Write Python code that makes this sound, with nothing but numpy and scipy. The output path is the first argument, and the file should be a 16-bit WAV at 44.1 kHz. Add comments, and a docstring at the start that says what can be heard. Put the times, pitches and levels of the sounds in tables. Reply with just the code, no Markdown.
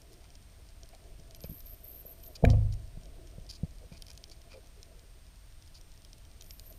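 """Under water beside a rock wall, heard through a camera housing on a diver's speargun.
A gloved hand knocks and scrapes on the rock; one hard bump excites the gun's bending modes, and it booms.
Small pressure spikes snap all around and scatter off the rock; the housing wall colours every such snap.
The camera's focus motor sizzles twice, and suit and weed swish softly.
Beneath it all, flowing water rumbles and washes under a faint electronic hiss and whine."""
import sys
import numpy as np
from scipy import signal
from scipy.fft import rfft, irfft, next_fast_len
from scipy.io import wavfile
from scipy.ndimage import uniform_filter1d, map_coordinates

SR = 44100
rng = np.random.default_rng(int(sys.argv[2]) if len(sys.argv) > 2 else 0)


def wav_out(sig):
    """Save sig, one row per channel (or a flat mono array), as 16-bit PCM at SR to the path in sys.argv[1]."""
    wavfile.write(sys.argv[1], SR, np.round(np.clip(np.atleast_2d(sig).T, -1, 1) * 32767).astype(np.int16))


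N = 298998

# Contact pulses of the hard bump: (frequency [Hz], envelope peak [dB], delay [s], rise time [s])
BLOW_PULSES = [(147.5, -16.5, .007, .0069), (461, -17, 0.0122, .0042), (670, -16, .0145, 0.0033)]
# Bending modes of the gun: (frequency [Hz], level [dB], free 60 dB decay time [s], rise time [s])
GUN_MODES = [(22.7, -29.5, 1.9, .004), (32.03, -26, 2.1, .004), (54.04, -18, 1, 0.0017),
             (78.75, -19, 0.9, 0.02), (105.3, -10.5, 0.77, 0.064), (135.5, -26, 0.8, 0.0056),
             (149.7, -30, 0.89, 0.0054), (178, -32.5, 0.63, 0.0072), (226, -25.5, 0.29, 0.0034),
             (246.3, -22, 0.324, 0.005), (340.5, -46, 0.28, 0.0018), (436, -31.5, 0.16, 0.0018),
             (508.5, -34.5, 0.44, .002), (535.7, -35.5, 0.45, .002), (647, -54, .28, .002),
             (700, -33.5, 0.37, 0.005), (835, -58, .18, .002), (1185, -57, .16, .002)]
# Spectra of the gun's rattle and crack: (frequency [Hz], level [dB])
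RATTLE_SPECTRUM = [(150, 4), (240, 4), (300, -0.5), (430, 2.5), (700, 2.5), (820, -6.5), (1150, -8),
                   (1500, -28), (1850, -15.5), (3000, -21), (4500, -36), (9000, -38)]
CRACK_SPECTRUM = [(900, 0), (1400, -2), (1800, 4), (2300, 0.5), (3000, -9), (4000, -9), (5500, -19),
                  (7000, -13), (9000, -25), (15000, -26)]
# Knocks of the hand: (time [s], thud level [dB], clack relative to thud [dB])
HAND_KNOCKS = [(1.193, -45.5, -16), (1.441, -36, -0.5), (1.493, -36, -21), (1.512, -37.5, -20),
               (2.051, -51, 8), (2.425, -35, 2), (2.534, -38, 9), (2.972, -38, -17), (3.381, -38.5, -8.5),
               (3.632, -21.5, -19.5), (3.917, -39.5, -11)]
# Strokes of the glove: (time [s], duration [s], grit level [dB], rub relative to grit [dB])
GLOVE_STROKES = [(0.239, .025, -67.5, 4.5), (0.928, 0.024, -67, 3.5), (1.441, .025, -60, 1),
                 (2.353, 0.018, -44.5, -13), (2.5, 0.034, -50, -12), (2.722, 0.011, -51, -18),
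                 (3.491, 0.034, -47, -19), (3.523, 0.059, -53.5, -15), (3.912, 0.07, -63, -1),
                 (3.964, .023, -56, -11), (4.076, .05, -59.5, -2.5), (4.312, 0.033, -56.5, -11),
                 (4.496, 0.1, -62.5, 0), (5.742, 0.048, -57, -16)]
# Friction spectra, high grit and lower rub: (frequency [Hz], level [dB])
GRIT_SPECTRUM = [(1800, -17), (2400, -13), (3600, -9), (4700, 5.5), (5700, -3.5), (7000, -8), (8200, -16),
                 (10500, -13.5), (13500, -26)]
RUB_SPECTRUM = [(900, -3), (1200, -6.5), (1800, -8.5), (2150, -5), (2400, 1.5), (2800, -7), (3600, -13.5)]
# Near snaps: (time [s], level [dB], relative treble level [dB])
NEAR_SNAPS = [(0.017, -44, -10), (0.131, -48, -3), (0.353, -40, -26), (0.832, -37.5, -27), (0.889, -45, -3),
              (0.948, -43, -12), (1.198, -47, -18), (1.3083, -40.5, -15), (1.3469, -36.5, -10),
              (1.405, -41, -7), (1.437, -34.5, -17), (1.6043, -41.5, -8), (2.2363, -43.5, -9),
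              (2.5009, -27, -18), (2.738, -40.5, -12), (3.033, -46, -16), (4.0212, -31, -8),
              (4.0657, -39, -11), (4.082, -40, -13), (4.1025, -34.5, -14), (4.1137, -39, -16),
              (4.1314, -49, 0), (4.1754, -34.5, -13), (4.239, -30.5, -25), (4.2972, -41.5, -13),
              (4.829, -34.5, -17), (5.6231, -44, -23), (5.8112, -43, -11.5), (6.0479, -39, -12),
              (6.13, -37, -19), (6.1814, -48.5, -3), (6.4097, -34.5, -24), (6.421, -38.5, -8.5),
              (6.5068, -31.5, -26), (6.595, -33.5, -9.5), (6.7246, -43.5, -12)]
# Middle band of a snap: (frequency [Hz], level [dB])
SNAP_SPECTRUM = [(2300, -15.5), (3100, -9), (3800, -6.5), (4600, -3.5), (5700, 0), (6400, -7), (7000, -7.5),
                 (7900, -13)]
# Spans in which the focus motor is on: (start [s], end [s])
MOTOR_SPANS = [(1.40, 2.365), (6.42, 6.8)]
# Movements of the motor: (time [s], duration [s], level [dB])
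MOTOR_MOVES = [(1.354, .018, -58.5), (1.414, .063, -54.5), (1.493, .118, -52.5), (1.656, 0.091, -52.5),
               (1.837, .19, -51.5), (2.056, 0.075, -51), (2.232, .058, -52), (6.496, .05, -56),
               (6.658, .026, -53), (6.697, 0.017, -51.5)]
# Spectra of the idling and the moving motor: (frequency [Hz], level [dB])
IDLE_SPECTRUM = [(7000, -30), (9000, -4), (11200, -24), (11800, 5), (12500, -6), (13100, -6), (14100, -4),
                 (15300, -8.5)]
MOVE_SPECTRUM = [(10900, -22), (11600, -13), (12150, -3), (12570, 4), (12850, -6), (13200, -9),
                 (13700, -12), (15000, -26)]
# Rubs of suit and weed: (time [s], duration [s], relative level [dB], centre frequency [Hz])
SOFT_RUBS = [(0.0, 0.22, -65.5, 370), (0.188, .07, -70.5, 800), (0.583, 0.031, -65, 417),
             (0.926, 0.041, -61.5, 680), (0.982, 0.16, -68, 367), (1.491, 0.062, -54, 268),
             (2.367, 0.052, -60, 580), (3.128, 0.18, -63, 332), (3.809, 0.051, -61.5, 525),
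             (4.526, 0.076, -53.5, 474), (4.754, 0.082, -65, 440), (4.878, 0.25, -70, 443)]
# Flow past the housing, in two runs of rows: (time [s], relative rumble [dB], relative wash [dB])
FLOW_LEVELS = [
    [(0.0, -55.5, -66.5), (0.37, -55, -70.5), (0.71, -56, -68.5), (1.08, -55, -63.5), (1.47, -53.5, -67),
     (2.11, -57, -63), (2.33, -55, -64)],
    [(3.05, -50.5, -64), (3.18, -52.5, -64), (3.8, -53, -67), (4.33, -56, -66.5), (5.5, -57, -74),
     (6.62, -55.5, -68), (6.78, -54.5, -67)],
]
# Spectra of the water's rumble and wash and the camera's hiss: (frequency [Hz], level [dB])
RUMBLE_SPECTRUM = [(8.8, -28), (15, 0.5), (27, -1), (43, 0.5), (100, -10), (131, -17), (156, -16.5),
                   (221, -25.5), (320, -26.5), (420, -51), (700, -120)]
WASH_SPECTRUM = [(170, -23), (250, -5.5), (360, -1.5), (430, -3), (560, -5), (675, 3), (780, -16),
                 (1100, -25.5), (1600, -43)]
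HISS_SPECTRUM = [(200, -3.5), (800, 1.5), (1400, -0.5), (2400, 0), (5600, -1.5), (6300, -4), (7800, -7),
                 (8700, -2.5), (9300, -7), (11000, -8.5), (15200, -9)]
# Tones of the camera's electronics: (frequency [Hz], relative level [dB])
WHINE_TONES = [(8629, -75), (14088, -91)]
# Resonances and notches of the housing wall: (frequency [Hz], width [Hz], gain [dB])
WALL_BANDS = [(2390, 210, 4.5), (2740, 140, -5), (3134, 99, 7.5), (6990, 200, 4.5), (7680, 620, -6.5),
              (10200, 300, 1), (10500, 150, 2.5)]


def gun_bump(touch_s=2.425, ring_s=2.436, crack_s=2.4505):
    """Modal vibration: a blow sets the gun booming and rattling, a part cracks, the grip damps the modes."""
    out, t = np.zeros(N), clock()
    for hz, db, delay, rise in BLOW_PULSES:
        add(out, touch_s + delay, amp(db) * contact_pulse(hz, rise))
    grip = amp(-7 * np.clip((t - .3) / .04, 0, 1))
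    for hz, db, t60, rise in GUN_MODES:
        envelope = amp(db - 60 * t / t60) * (1 - np.exp(-t / rise))
        phase_drift = .18 * wobble(25)
        add(out, ring_s, envelope * grip * np.sin(2 * np.pi * hz * t + phase_drift))
    shake = amp(-37.5 - 60 * t / 0.5 + 2.5 * wobble(65)) * (1 - np.exp(-t / 0.0065))
    add(out, ring_s, shake * noise(RATTLE_SPECTRUM))
    crack = pressure_spike(CRACK_SPECTRUM, t60=0.013, scatter=0.45)
    add(out, crack_s, amp(-15.5) * housing_wall(crack))
    return out


def hand_knocks():
    """Impact excitation: every knock gives the same low thud, with its own share of a short clack."""
    out = np.zeros(N)
    recoil = amp(-5) * contact_pulse(hz=92.7, rise=0.007)  # the whole housing gives way
    thud = contact_pulse(hz=143.7, rise=0.0051) + recoil
    clack = contact_pulse(hz=523, rise=.0022)
    for s, db, clack_db in HAND_KNOCKS:
        add(out, s, amp(db) * (thud + amp(clack_db) * clack))
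    return out


def contact_pulse(hz, rise):
    """Damped oscillation: a soft contact swells for rise seconds, then the water quickly damps it."""
    t = np.arange(SR // 8) / SR
    u = t / rise
    return (u * np.exp(1 - u)) ** 2 * np.sin(2 * np.pi * hz * t)


def glove_scrapes(slips_per_s=2500, clumping_db=2.5):
    """Stick-slip friction: each stroke on the crusted rock is a clumped run of tiny slips."""
    slips = rng.standard_normal(N) * (rng.random(N) < slips_per_s / SR)
    slips *= amp(clumping_db * wobble(200))
    grit, rub = np.zeros(N), np.zeros(N)
    for s, length, db, rub_db in GLOVE_STROKES:
        progress = np.linspace(0, 1, round(length * SR))
        pressure = amp(db) * np.abs(np.sin(np.pi * progress ** 0.52))
        add(grit, s, pressure)
        add(rub, s, amp(rub_db) * pressure)
    return grit * unit(ringing(slips, GRIT_SPECTRUM)) + rub * unit(ringing(slips, RUB_SPECTRUM))


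def near_snaps(delay_s=0.001174):
    """Discrete transients: each near snap is heard singly, with its own strength and brightness."""
    out = np.zeros(N)
    for s, db, treble_db in NEAR_SNAPS:
        add(out, s + delay_s, amp(db) * snap(treble_db))
    return out


def snap(treble_db, t60=0.011):
    """Broadband impulse: three bands sound together, the treble decaying twice as fast as the others."""
    middle = pressure_spike(SNAP_SPECTRUM, t60, scatter=0.17)
    low = pressure_spike([(2200, -5), (3100, -9)], t60, scatter=0.23)
    treble = pressure_spike([(8500, 1), (10300, 5), (12000, 1), (15000, -9)], t60 / 2, scatter=0.13)
    return middle + amp(-17) * low + amp(treble_db + 3) * treble


def pressure_spike(spectrum, t60, scatter, size=3072):
    """Scattering: the direct spike is followed by a decaying tail of reflections off the rock."""
    t = np.arange(size) / SR
    arrivals = scatter * rng.standard_normal(size) * amp(-60 * t / t60)
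    arrivals[0] = 1
    wave = ringing(arrivals, spectrum)
    return 3 * wave / np.linalg.norm(wave)


def focus_motor(step_hz=60, first_pause_s=.0045, pause_share=.22, pause_db=-24):
    """Amplitude modulation: the motor's steps chop a nearly pitched fizz over its thin idling sizzle."""
    paused = ((clock() - first_pause_s) * step_hz) % 1 < pause_share
    steps = uniform_filter1d(amp(pause_db * paused), size=48)
    idle = amp(-65) * sum(gate(start, end, edge=.02) for start, end in MOTOR_SPANS)
    moves = sum(amp(db) * gate(s, s + length, edge=.009) for s, length, db in MOTOR_MOVES)
    return idle * noise(IDLE_SPECTRUM) + moves * steps * amp(1.5 * wobble(80)) * noise(MOVE_SPECTRUM)


def swishes(log_width=0.19):
    """Friction noise: slow rubs of suit and weed each give a hollow, uneven rush in a narrow band."""
    out = np.zeros(N)
    for s, length, db, centre in SOFT_RUBS:
        arch = np.sin(np.linspace(0, np.pi, round(length * SR)))
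        white = rng.standard_normal(len(arch))
        rush = filtered(white, lambda hz: 1 / (1 + (np.log((hz + 1) / centre) / log_width) ** 2) ** 1.2)
        add(out, s, amp(db + 2) * arch * unit(rush))
    return out * amp(3 * wobble(45))


def far_crackle(count=260, faintest_db=-58, range_db=13.5):
    """Superposition: many distant snaps merge into a faint crackle; a few nearer ones stand out."""
    out = np.zeros(N)
    for when, nearness, brightness in rng.random((count, 3)):
        strength = amp(faintest_db + range_db * nearness ** 4)
        add(out, when * N / SR, strength * snap(treble_db=-14.5 + 14 * (brightness - .5)))
    return out


def water_flow():
    """Flow noise: slow water rumbles on the housing and washes through weed."""
    t = clock()
    s, rumble_db, wash_db = np.vstack(FLOW_LEVELS).T
    rumble = amp(np.interp(t, s, rumble_db) + 3.5) * noise(RUMBLE_SPECTRUM)
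    wash = amp(np.interp(t, s, wash_db) - 0.5 + 2.9 * wobble(30)) * noise(WASH_SPECTRUM)
    return rumble + wash


def camera_electronics():
    """Self-noise: an even hiss and a faint whine whose phase wavers slightly."""
    whine = np.zeros(N)
    for hz, db in WHINE_TONES:
        phase = 2 * np.pi * hz * clock() + .12 * wobble(60)
        whine += amp(db + 0.5) * np.sqrt(2) * np.sin(phase)
    return amp(-65.5) * noise(HISS_SPECTRUM) + whine


def housing_wall(x):
    """Resonant transmission: sharp sounds pick up the ring of the housing wall."""
    hz = np.geomspace(1, SR / 2, num=600)
    db = sum(lift_db * np.exp(-((hz - centre) / width) ** 2) for centre, width, lift_db in WALL_BANDS)
    return ringing(x, np.transpose([hz, db]))


def ringing(x, spectrum, size=2048):
    """Convolution: x passes through a minimum-phase body with the given spectrum and unit energy."""
    cepstrum = irfft(np.log(gain(spectrum, np.fft.rfftfreq(size, 1 / SR)) + 1e-5))
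    cepstrum[1:size // 2] *= 2  # folding onto positive time makes the response causal
    cepstrum[size // 2 + 1:] = 0
    body = irfft(np.exp(rfft(cepstrum)))
    return signal.fftconvolve(x, body / np.linalg.norm(body))[:len(x)]


def noise(spectrum):
    """Spectral shaping: white noise takes on the given colour, at an rms of 1."""
    return unit(filtered(rng.standard_normal(N), lambda hz: gain(spectrum, hz)))


def filtered(x, response):
    """Linear filtering: the spectrum of x is multiplied by a frequency response."""
    size = next_fast_len(len(x) + 8192)
    return irfft(rfft(x, size) * response(np.fft.rfftfreq(size, 1 / SR)), size)[:len(x)]


def gain(spectrum, hz):
    """Magnitude response: levels interpolated over log frequency, falling steeply beyond the ends."""
    knots, db = np.transpose(spectrum)
    skirt = np.minimum(1, hz / knots[0]) ** 4 * np.minimum(1, knots[-1] / (hz + 1)) ** 4
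    return amp(np.interp(np.log(hz + 1), np.log(knots), db)) * skirt


def wobble(rate):
    """Random modulation: a smooth curve through rate knots a second."""
    return map_coordinates(rng.standard_normal(int(N * rate / SR) + 4), [clock() * rate])


def gate(start, end, edge):
    """Trapezoidal envelope: it opens and closes over edge seconds."""
    t = clock()
    return np.clip(np.minimum(t - start, end - t) / edge + .5, 0, 1)


def add(track, s, sound):
    """Superposition: a sound joins the track at s seconds."""
    part = track[round(s * SR):][:len(sound)]
    part += sound[:len(part)]


def amp(db):
    """Amplitude ratio of a level in decibels."""
    return 10 ** (np.asarray(db) / 20)


def unit(x):
    """Normalisation to an rms of 1."""
    return x / np.sqrt(np.mean(x ** 2) + 1e-20)


def clock():
    """Time of each sample in seconds."""
    return np.arange(N) / SR


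def scene():
    """Superposition: all sources sum in one channel, snaps and scrapes coloured by the housing wall."""
    sharp = housing_wall(near_snaps() + far_crackle() + glove_scrapes())
    background = water_flow() + camera_electronics() + swishes()
    return (background + sharp + hand_knocks() + gun_bump() + focus_motor())[None]


def record(dry):
    """Band limiting: the camera cuts off steeply in the high treble."""
    cutoff_hz = 15300
    return np.array([filtered(x, lambda hz: 1 / np.sqrt(1 + (hz / cutoff_hz) ** 160)) for x in dry])


dry = scene()
out = record(dry)
wav_out(out)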